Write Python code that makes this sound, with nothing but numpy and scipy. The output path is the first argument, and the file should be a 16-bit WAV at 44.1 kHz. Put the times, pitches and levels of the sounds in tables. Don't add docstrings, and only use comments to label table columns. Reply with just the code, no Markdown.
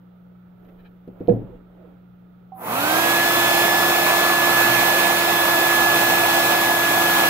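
import sys
import numpy as np
from scipy import signal
from scipy.io import wavfile
from scipy.ndimage import uniform_filter1d

SR = 44100
rng = np.random.default_rng(int(sys.argv[2]) if len(sys.argv) > 2 else 0)


def to_linear_factor(level_db):
    exponent = np.asarray(level_db, float) / 20
    return 10 ** exponent


def file_out(sig):
    cols = np.atleast_2d(sig).T
    lim = np.clip(cols, -1, 1)
    pcm = np.round(lim * 32767).astype(np.int16)
    wavfile.write(sys.argv[1], SR, pcm)


N = 321489


def evened(x):
    return x / np.sqrt(np.mean(np.abs(x) ** 2) + 1e-20)


def read(points, hz):
    f, value = np.transpose(points)
    return np.interp(np.log(hz + 1), np.log(f + 1), value)


def columns(rows, t):
    s, *rest = np.transpose(rows)
    return [np.interp(t, s, column) for column in rest]


def add(mix, s, sound):
    part = mix[:, round(s * SR):][:, :sound.shape[-1]]
    part += sound[..., :part.shape[1]]


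def drift(top_hz):
    t = np.arange(N // 64 + 2) * 64 / SR
    rates_hz = top_hz * np.geomspace(.04, 1, 16) * rng.uniform(.9, 1.1, 16)
    slow = sum(np.sin(2 * np.pi * (f * t + rng.random())) / np.sqrt(f) for f in rates_hz)
    return np.interp(np.arange(N) / SR, t, evened(slow))


def noise(field_db, same, lead=None, patchy_db=1., size=1024):
    frames, hz = N * 4 // size + 5, np.fft.rfftfreq(size, 1 / SR)[:, None]
    a, b, c, d, patches = rng.standard_normal((frames, len(hz), 5)).T
    patches = uniform_filter1d(patches, size=size // 100, axis=0)
    patches = evened(uniform_filter1d(patches, size=12, axis=1))
    level_db, balance_db = field_db(hz, np.arange(frames) * size / 4 / SR)
    share = np.clip(read(same, hz), 0, 1)
    left = a + 1j * b
    right = share * left + np.sqrt(1 - share ** 2) * (c + 1j * d)
    right = right * np.exp(-1j * (read(lead, hz) if lead else 0))
    z = np.array([left * to_linear_factor(balance_db / 2), right * to_linear_factor(-balance_db / 2)])
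    z = z * to_linear_factor(level_db + patchy_db * patches)
    return signal.istft(z, nperseg=size, noverlap=size * 3 // 4)[1][:, :N]


def band_db(spectrum_db, hz, lo, hi):
    inside = (hz >= lo) & (hz < hi)
    return 10 * np.log10(np.sum(to_linear_factor(spectrum_db[inside]) ** 2) * 2.035)


def burst(hz, width):
    z = rng.standard_normal((2, 8000)) + 0.68 * rng.standard_normal(8000)
    edges = [max(hz - width / 2, 100), min(hz + width / 2, 16000)]
    band = signal.butter(3, edges, "bandpass", fs=SR, output="sos")
    return evened(signal.sosfilt(band, z)[:, 1500:])


def swell(length):
    return np.sin(np.pi * np.clip(np.arange(6500) / SR / length, 0, 1)) ** 2


def rings(modes, t, slow=0.83):
    return sum(to_linear_factor([[l_db], [r_db]] - 60 * t / (t60 * slow)) * np.sin(2 * np.pi * hz * t)
               for hz, l_db, r_db, t60 in modes)


START_S, SPIN_UP_S, DRAG = 2.5145, .1374, .655
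TOP_HZ, SAG_HZ_PER_S, WARM_S = 345.3, 1.3, 4.3


def shaft(t):
    since = np.maximum(t - START_S, 1e-4)
    left = np.exp(-since / SPIN_UP_S)
    return (TOP_HZ - SAG_HZ_PER_S * np.minimum(since, WARM_S)) * (1 - left) / (1 + DRAG * left)


# t/s, level/dB, pan L-R/dB, left lead/rad
AIM = [(2.7, -27, -2, -1.6), (3.05, -25.5, -11, -2), (3.2, -21, 1, -.1), (3.35, -25, 4, -1.2),
       (3.65, -23, -3, -0.85), (3.9, -25.5, 1, -0.57), (4.2, -23.5, 3, -0.73), (4.6, -22, -5.5, 0.66),
       (5.05, -24.5, -11.5, .3), (5.28, -25.5, -3.5, 0.71), (5.8, -22, -4.5, 0.49), (6.45, -23, 0, 0.37),
       (7.29, -23, 1.5, 1.)]


def blade_tone(turn, load, t):
    blade_db, pan_db, lead = columns(AIM, t)
    blade = load ** 0.74 * to_linear_factor(blade_db + 0.82 * drift(top_hz=15.)) * np.sqrt(2)
    left = to_linear_factor(pan_db / 2) * np.cos(5 * turn + lead)
    right = to_linear_factor(-pan_db / 2) * np.cos(5 * turn)
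    return blade * np.array([left, right])


# multiple, left level/dB, left near/dB, right level/dB, right near/dB
ORDERS = [(1, -34.5, -34, -28.5, -28.5), (2, -35, -35, -34, -34), (3, -44, -44, -40, -39),
          (6, -47, -47, -47, -42), (10, -39, -38, -33, -38), (15, -42, -43, -42, -52),
          (20, -52, -52, -44, -47), (25, -56, -59, -47, -41.5), (30, -44, -49, -45, -47),
          (35, -39, -43, -42, -47), (37, -39, -42, -52, -57), (38, -40, -34, -55, -52),
          (39, -42, -49, -56, -55), (40, -39, -36.5, -52, -46), (41, -47, -43, -59, -54),
          (45, -43, -50, -52, -52)]
# f/Hz, lead/rad
ORDER_LEAD = [(340, -.3), (1030, -1.3), (2050, -.5), (3430, -1.8), (5140, .2), (6860, .2), (8570, -2.9),
              (10300, 1.3)]
NEARER_S, NEARER_TAKES_S = 3.74, 0.75


def shaft_orders(turn, load, t):
    out = np.zeros((2, N))
    near = np.clip((t - NEARER_S) / NEARER_TAKES_S, 0, 1)
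    for k, left_db, left_near_db, right_db, right_near_db in ORDERS:
        wander_db = .8 + .11 * min(k, 18)
        phase = k * turn + .02 * k * drift(top_hz=60.) + 2 * np.pi * rng.random()
        fade = load ** (.25 + min(k, 15) / 7) * np.sqrt(2)
        left_level = left_db + near * (left_near_db - left_db) + wander_db * drift(top_hz=15.0)
        right_level = right_db + near * (right_near_db - right_db) + wander_db * drift(top_hz=19.0)
        out[0] += fade * to_linear_factor(left_level) * np.cos(phase + read(ORDER_LEAD, k * TOP_HZ))
        out[1] += fade * to_linear_factor(right_level) * np.cos(phase)
    return out


# f/Hz, level/dB
BUZZ = [(119.9, -44), (179.9, -49)]


def motor():
    t = np.arange(N) / SR
    speed_hz = shaft(t)
    turn = 2 * np.pi * np.cumsum(speed_hz * (1 + 0.0005 * drift(top_hz=24.6))) / SR
    load = (speed_hz / speed_hz.max()) ** 3
    out = blade_tone(turn, load, t) + shaft_orders(turn, load, t)
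    for hz, db in BUZZ:
        level = np.sqrt(2) * to_linear_factor(db + 2.5 * drift(top_hz=20.))
        out += level * np.sin(2 * np.pi * hz * t + .5 * drift(top_hz=10.))
    return out * np.clip((t - 2.58) / .12, 0, 1) ** 2


HAND_S, HAND_TAKES_S, HAND_DB = 4.05, 0.84, 3
HAND_FROM_HZ, HAND_TO_HZ, HAND_OCTAVES = 900, 2290, 0.34


def hand_reflection_db(hz, t):
    passed = np.clip((t - HAND_S) / HAND_TAKES_S, 0, 1)
    off = np.log2((hz + 1) / HAND_FROM_HZ) - passed * np.log2(HAND_TO_HZ / HAND_FROM_HZ)
    return HAND_DB * np.sin(np.pi * passed) ** .5 * np.exp(-(off / HAND_OCTAVES) ** 2)


# f/Hz, level/dB per Hz
RUSH = [(25, -62), (50, -59), (90, -23.5), (290, -13), (450, -15), (700, -8.5), (1300, -9), (1850, -15),
        (3200, -15.5), (4200, -15.5), (4900, -21), (9700, -27), (13300, -20.5), (15700, -25.5)]
# f/Hz, width/Hz, level/dB
BARREL = [(739, 140, 5), (960, 120, 0.5), (2550, 110, 6.5), (4180, 940, -2.5), (12500, 2500, -0.5),
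          (1576, 590, -4), (4860, 190, -3)]
# f/Hz, L-R level/dB
RUSH_BALANCE = [(60, -6), (110, 5), (200, -2), (380, 1), (700, -3), (1290, -6), (2380, -7), (4400, 0.5),
                (8120, -4), (15000, 10)]
# f/Hz, likeness/0..1
RUSH_SAME = [(60, .95), (700, .94), (1250, .88), (1550, .5), (1900, .6), (2250, .25), (2800, .7),
             (3600, .5), (4200, .2), (5200, .3), (8000, .25), (16000, .15)]
# f/Hz, lead/rad
RUSH_LEAD = [(60, -.1), (450, -.4), (800, -1.4), (1300, -1.1), (1700, -.4), (2100, -1), (2600, -2.7),
             (4500, -3.1), (6500, -4), (16000, -9)]
# f/Hz, power/1
GROWTH = [(200, 1.36), (1200, 1.8), (4000, 3.9), (8000, 3.3), (10000, 1.87)]
RUSH_DB, RUMBLE_DB = -17, -7.5
AIR_LAG_S = 0.015


def air():
    def field(hz, t):
        colour = read(RUSH, hz) + sum(db / (1 + (2 * (hz - f) / w) ** 2) for f, w, db in BARREL)
        colour = colour - band_db(colour, hz, 500, 1500)
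        low = read([(200, 0.085), (400, 0)], hz)
        speed_db = 20 * np.log10(shaft(t - AIR_LAG_S) / TOP_HZ)
        level = colour + RUSH_DB + low * RUMBLE_DB + read(GROWTH, hz) * speed_db
        level = level + hand_reflection_db(hz, t)
        gusts = np.interp(t, np.arange(N) / SR, drift(top_hz=18.))
        level = level + read([(1000, 0.49), (12000, .8)], hz) * (1 - low) * gusts
        return level, read(RUSH_BALANCE, hz) + 0 * t
    return noise(field, RUSH_SAME, RUSH_LEAD, patchy_db=0.81)


SWITCH_S = 2.5185
# f/Hz, level/dB, t60/s
SWITCH = [(762, -34, 0.42), (696, -52, 0.2), (1055, -54, .2)]


def switch():
    out, t = np.zeros((2, N)), np.arange(SR // 3) / SR
    modes = [(hz, db - 4.0, db + 4.5, t60) for hz, db, t60 in SWITCH]
    add(out, SWITCH_S, rings(modes, t) * np.clip(t / 0.0044, 0, 1))
    return out


# f/Hz, level/dB
KNOCK_TAIL = [(50, -39.5), (150, 3.5), (500, -7), (800, -20), (1100, -37.5), (3000, -53), (8000, -77),
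              (13000, -66)]
# f/Hz, t60/s
KNOCK_T60 = [(60, 0.4), (300, 0.56), (1000, 0.43), (10000, 0.43)]


def knock_tail(t, slow):
    grain = rng.standard_normal((2, SR)) + 1.57 * rng.standard_normal(SR)
    hz, frame_t, z = signal.stft(grain, SR, nperseg=512)
    decay_db = 60 * frame_t / (slow * read(KNOCK_T60, hz)[:, None])
    z = z * to_linear_factor(read(KNOCK_TAIL, hz)[:, None] - decay_db)
    tail = signal.istft(z, SR, nperseg=512)[1][:, :SR]
    return tail * np.sin(np.pi / 2 * np.clip(t / 0.0079, 0, 1)) ** 2


# t/s, blow level/dB, hollow ring level/dB, time until pressed still/s, t60 factor/1
KNOCKS = [
    (1.0755, -32.5, -8, 0.011, 0.49),
    (1.2053, -24, -6.5, 0.019, 0.38),
    (1.2811, -15, 2.5, 0.043, 0.93),
]
# f/Hz, left level/dB, right level/dB, t60/s
HOLLOW = [(482, -11, 11, 0.34), (181, -6.5, -8.5, 0.94), (683, -18, 11, 0.08)]
# f/Hz, left level/dB, right level/dB, t60/s
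TABLE = [(190, -8, -10, 0.31), (252, -20, -23, 0.34), (341, -15, -0.5, 0.21), (395, -12.5, -2, 0.25),
         (552, -21, -18, .25), (744, -14.5, -18, 0.061)]
# f/Hz, left level/dB, right level/dB, t60/s
LEGS = [(42.5, -21, -26.5, 1.3), (114.8, 2.5, 0.5, 0.37)]


def knocks():
    out, t = np.zeros((2, N)), np.arange(SR) / SR
    for s, db, hollow_db, hold, slow in KNOCKS:
        turns = 180 * t + 0.97 * (1 - np.exp(-t / 0.0026))
        thump = to_linear_factor([[8.], [6.]] - 60 * t / 0.023) * np.sin(2 * np.pi * turns)
        free = to_linear_factor(hollow_db - 1200 * np.maximum(t - hold, 0)) * rings(HOLLOW, t)
        free = free * np.clip((t - .003) / .002, 0, 1)
        boards = rings(TABLE, t, slow) * np.clip(t / 0.01, 0, 1)
        boards = boards + rings(LEGS, t, slow) * np.clip(t / 0.066, 0, 1)
        tail = knock_tail(t, slow)
        blow = signal.windows.hann(round(0.0016 / np.sqrt(slow) * SR))
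        modes = signal.fftconvolve(thump + free + boards, blow[None] / blow.sum(), axes=1)[:, :SR]
        add(out, s, -to_linear_factor(db) * (to_linear_factor(2.0) * modes + to_linear_factor(10.0 + 0.35 * hollow_db) * tail))
    return out


# t/s, peak level/dB, centre f/Hz, width/Hz, length/s
SCUFFS = [(.648, -68, 2800, 4500, .006), (.688, -65, 2500, 3500, .006), (1.072, -68, 13800, 4000, .015),
          (1.0755, -57, 1700, 2800, .012), (1.166, -52, 750, 400, .018), (1.186, -68, 13800, 4000, .006),
          (1.195, -65.5, 1670, 2500, .05), (1.205, -63, 3000, 4000, .004), (1.235, -68, 13800, 4000, .006),
          (1.2735, -48, 3000, 2000, .0046), (1.2735, -60, 13500, 4000, .004),
          (1.282, -46, 13800, 4000, .006), (1.283, -61, 4600, 1500, .006), (1.305, -61, 13800, 3500, .07),
          (2.325, -68, 2800, 2000, .006), (2.395, -68, 2800, 2000, .006)]


def scuffs():
    out, t = np.zeros((2, N)), np.arange(6500) / SR
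    for s, db, hz, width, length in SCUFFS:
        shape = np.clip(t / length * 8, 0, 1) * np.exp(-2 * t / length)
        add(out, s, to_linear_factor(db) * burst(hz, width) * shape)
    return out


# t/s, level/dB, length/s, pitch factor/1
CREAKS = [
    (0.64, -71, .03, 0.98),
    (0.679, -65, .03, 0.86),
    (0.77, -67, 0.064, 0.99),
    (0.832, -62, 0.065, 1.),
    (1.284, -54.5, 0.026, 1.02),
]
# f/Hz, width/Hz, level/dB
PLASTIC = [(820, 200, 0), (1680, 240, 0), (2420, 240, -1), (3090, 260, -7), (4000, 300, -10),
           (2300, 2600, -5)]


def creaks():
    out = np.zeros((2, N))
    for s, db, length, pitch in CREAKS:
        body = sum(to_linear_factor(level_db) * burst(hz * pitch, width) for hz, width, level_db in PLASTIC)
        add(out, s, to_linear_factor(db) * swell(length) * body)
    return out


# t/s, level/dB, f/Hz, length/s
SHIFTS = [
    (1.51, -46, 487, 0.065),
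    (1.741, -56, 645, 0.16),
    (1.78, -51, 350, .06),
    (1.83, -46, 482, 0.04),
]


def shifts():
    out, t = np.zeros((2, N)), np.arange(6500) / SR
    for s, db, hz, length in SHIFTS:
        add(out, s, to_linear_factor([[db - 5], [db + 6]]) * swell(length) * np.sin(2 * np.pi * hz * t))
    return out


# t/s, length/s, dull rub level/dB, fine hiss level/dB, table rumble level/dB
STROKES = [
    (.6, 0.13, -52.5, -71, -54),
    (.76, .12, -54.5, -75, -53),
    (1.07, .08, -57, -76, -66),
    (1.17, 0.19, -45.5, -71, -55),
    (1.358, 0.2, -47.5, -81, -47),
    (1.7, .22, -50, -82, -64),
    (2.2, .03, -64, -86, -62),
]
PRESS_S, PRESS_DB, LIFT_DB_PER_S = 0.039, -5, 118


def rubbing():
    def field(hz, t):
        rub = [(150, -35), (300, 2.5), (650, -4), (900, -12.5), (3500, -31.5), (5000, -49)]
        hiss = [(10000, -42), (12500, 1), (15500, -3)]
        rumble = [(20, -9), (45, -7.0), (90, -28), (200, -73)]
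        layers = []
        for points, lo, hi in [(rub, 250, 900), (hiss, 11500, 15500), (rumble, 25, 70)]:
            colour = read(points, hz)
            layers.append(colour - band_db(colour, hz, lo, hi))
        power = 1e-30
        for s, length, *layers_db in STROKES:
            press_db = PRESS_DB * np.maximum(1 - (t - s) / PRESS_S, 0)
            shape_db = press_db - LIFT_DB_PER_S * np.maximum(t - s - length, 0)
            power = power + sum(to_linear_factor(layer + db + shape_db) ** 2 for layer, db in zip(layers, layers_db))
        return 10 * np.log10(power), read(ROOM_BALANCE, hz) * 0.88
    return noise(field, [(80, .95), (400, .5), (2000, .1)], patchy_db=1.8)


# f/Hz, level/dB
HUM = [(60, -70), (119.9, -60), (179.9, -48.5)]
# f/Hz, level/dB per Hz
ROOM = [(20, -64), (45, -68), (100, -55.5), (230, -58.5), (500, -63.5), (900, -70), (1060, -78.5),
        (1300, -65), (1600, -78), (3000, -85), (3500, -84), (5000, -96.5), (9500, -106), (12000, -95),
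        (15700, -85)]
# f/Hz, L-R level/dB
ROOM_BALANCE = [(60, -1.5), (130, 10), (290, -6.5), (640, -8), (1410, -9.5), (3100, -3.5), (6820, 3),
                (15000, 0.0)]
ROOM_DB = -55.5


def room():
    def field(hz, t):
        colour = read(ROOM, hz)
        level = colour - band_db(colour, hz, 250, 16000) + ROOM_DB + 0 * t
        return level, read(ROOM_BALANCE, hz)
    t = np.arange(N) / SR
    hum = 0
    for hz, db in HUM:
        level = np.sqrt(2) * to_linear_factor(db + 0.27 * drift(top_hz=4.8))
        hum = hum + level * np.sin(2 * np.pi * (hz * t + rng.random()))
    same = [(200, 0.34), (330, .1), (1400, 0.12), (2500, 0.091)]
    return hum + noise(field, same, patchy_db=0.5, size=2048)


def scene():
    dryer = motor() + air() + switch()
    handling = knocks() + scuffs() + creaks() + shifts() + rubbing()
    return dryer + handling + room()


def band_limit(x):
    return signal.sosfilt(signal.butter(12, 15830, fs=SR, output="sos"), x)


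EDGE_HZ = 15750


def record(dry):
    edge = signal.firwin(1023, EDGE_HZ, window=("kaiser", 9), fs=SR)
    limited = signal.oaconvolve(dry, edge[None], "same")
    return band_limit(limited)


dry = scene()
out = record(dry)
file_out(out)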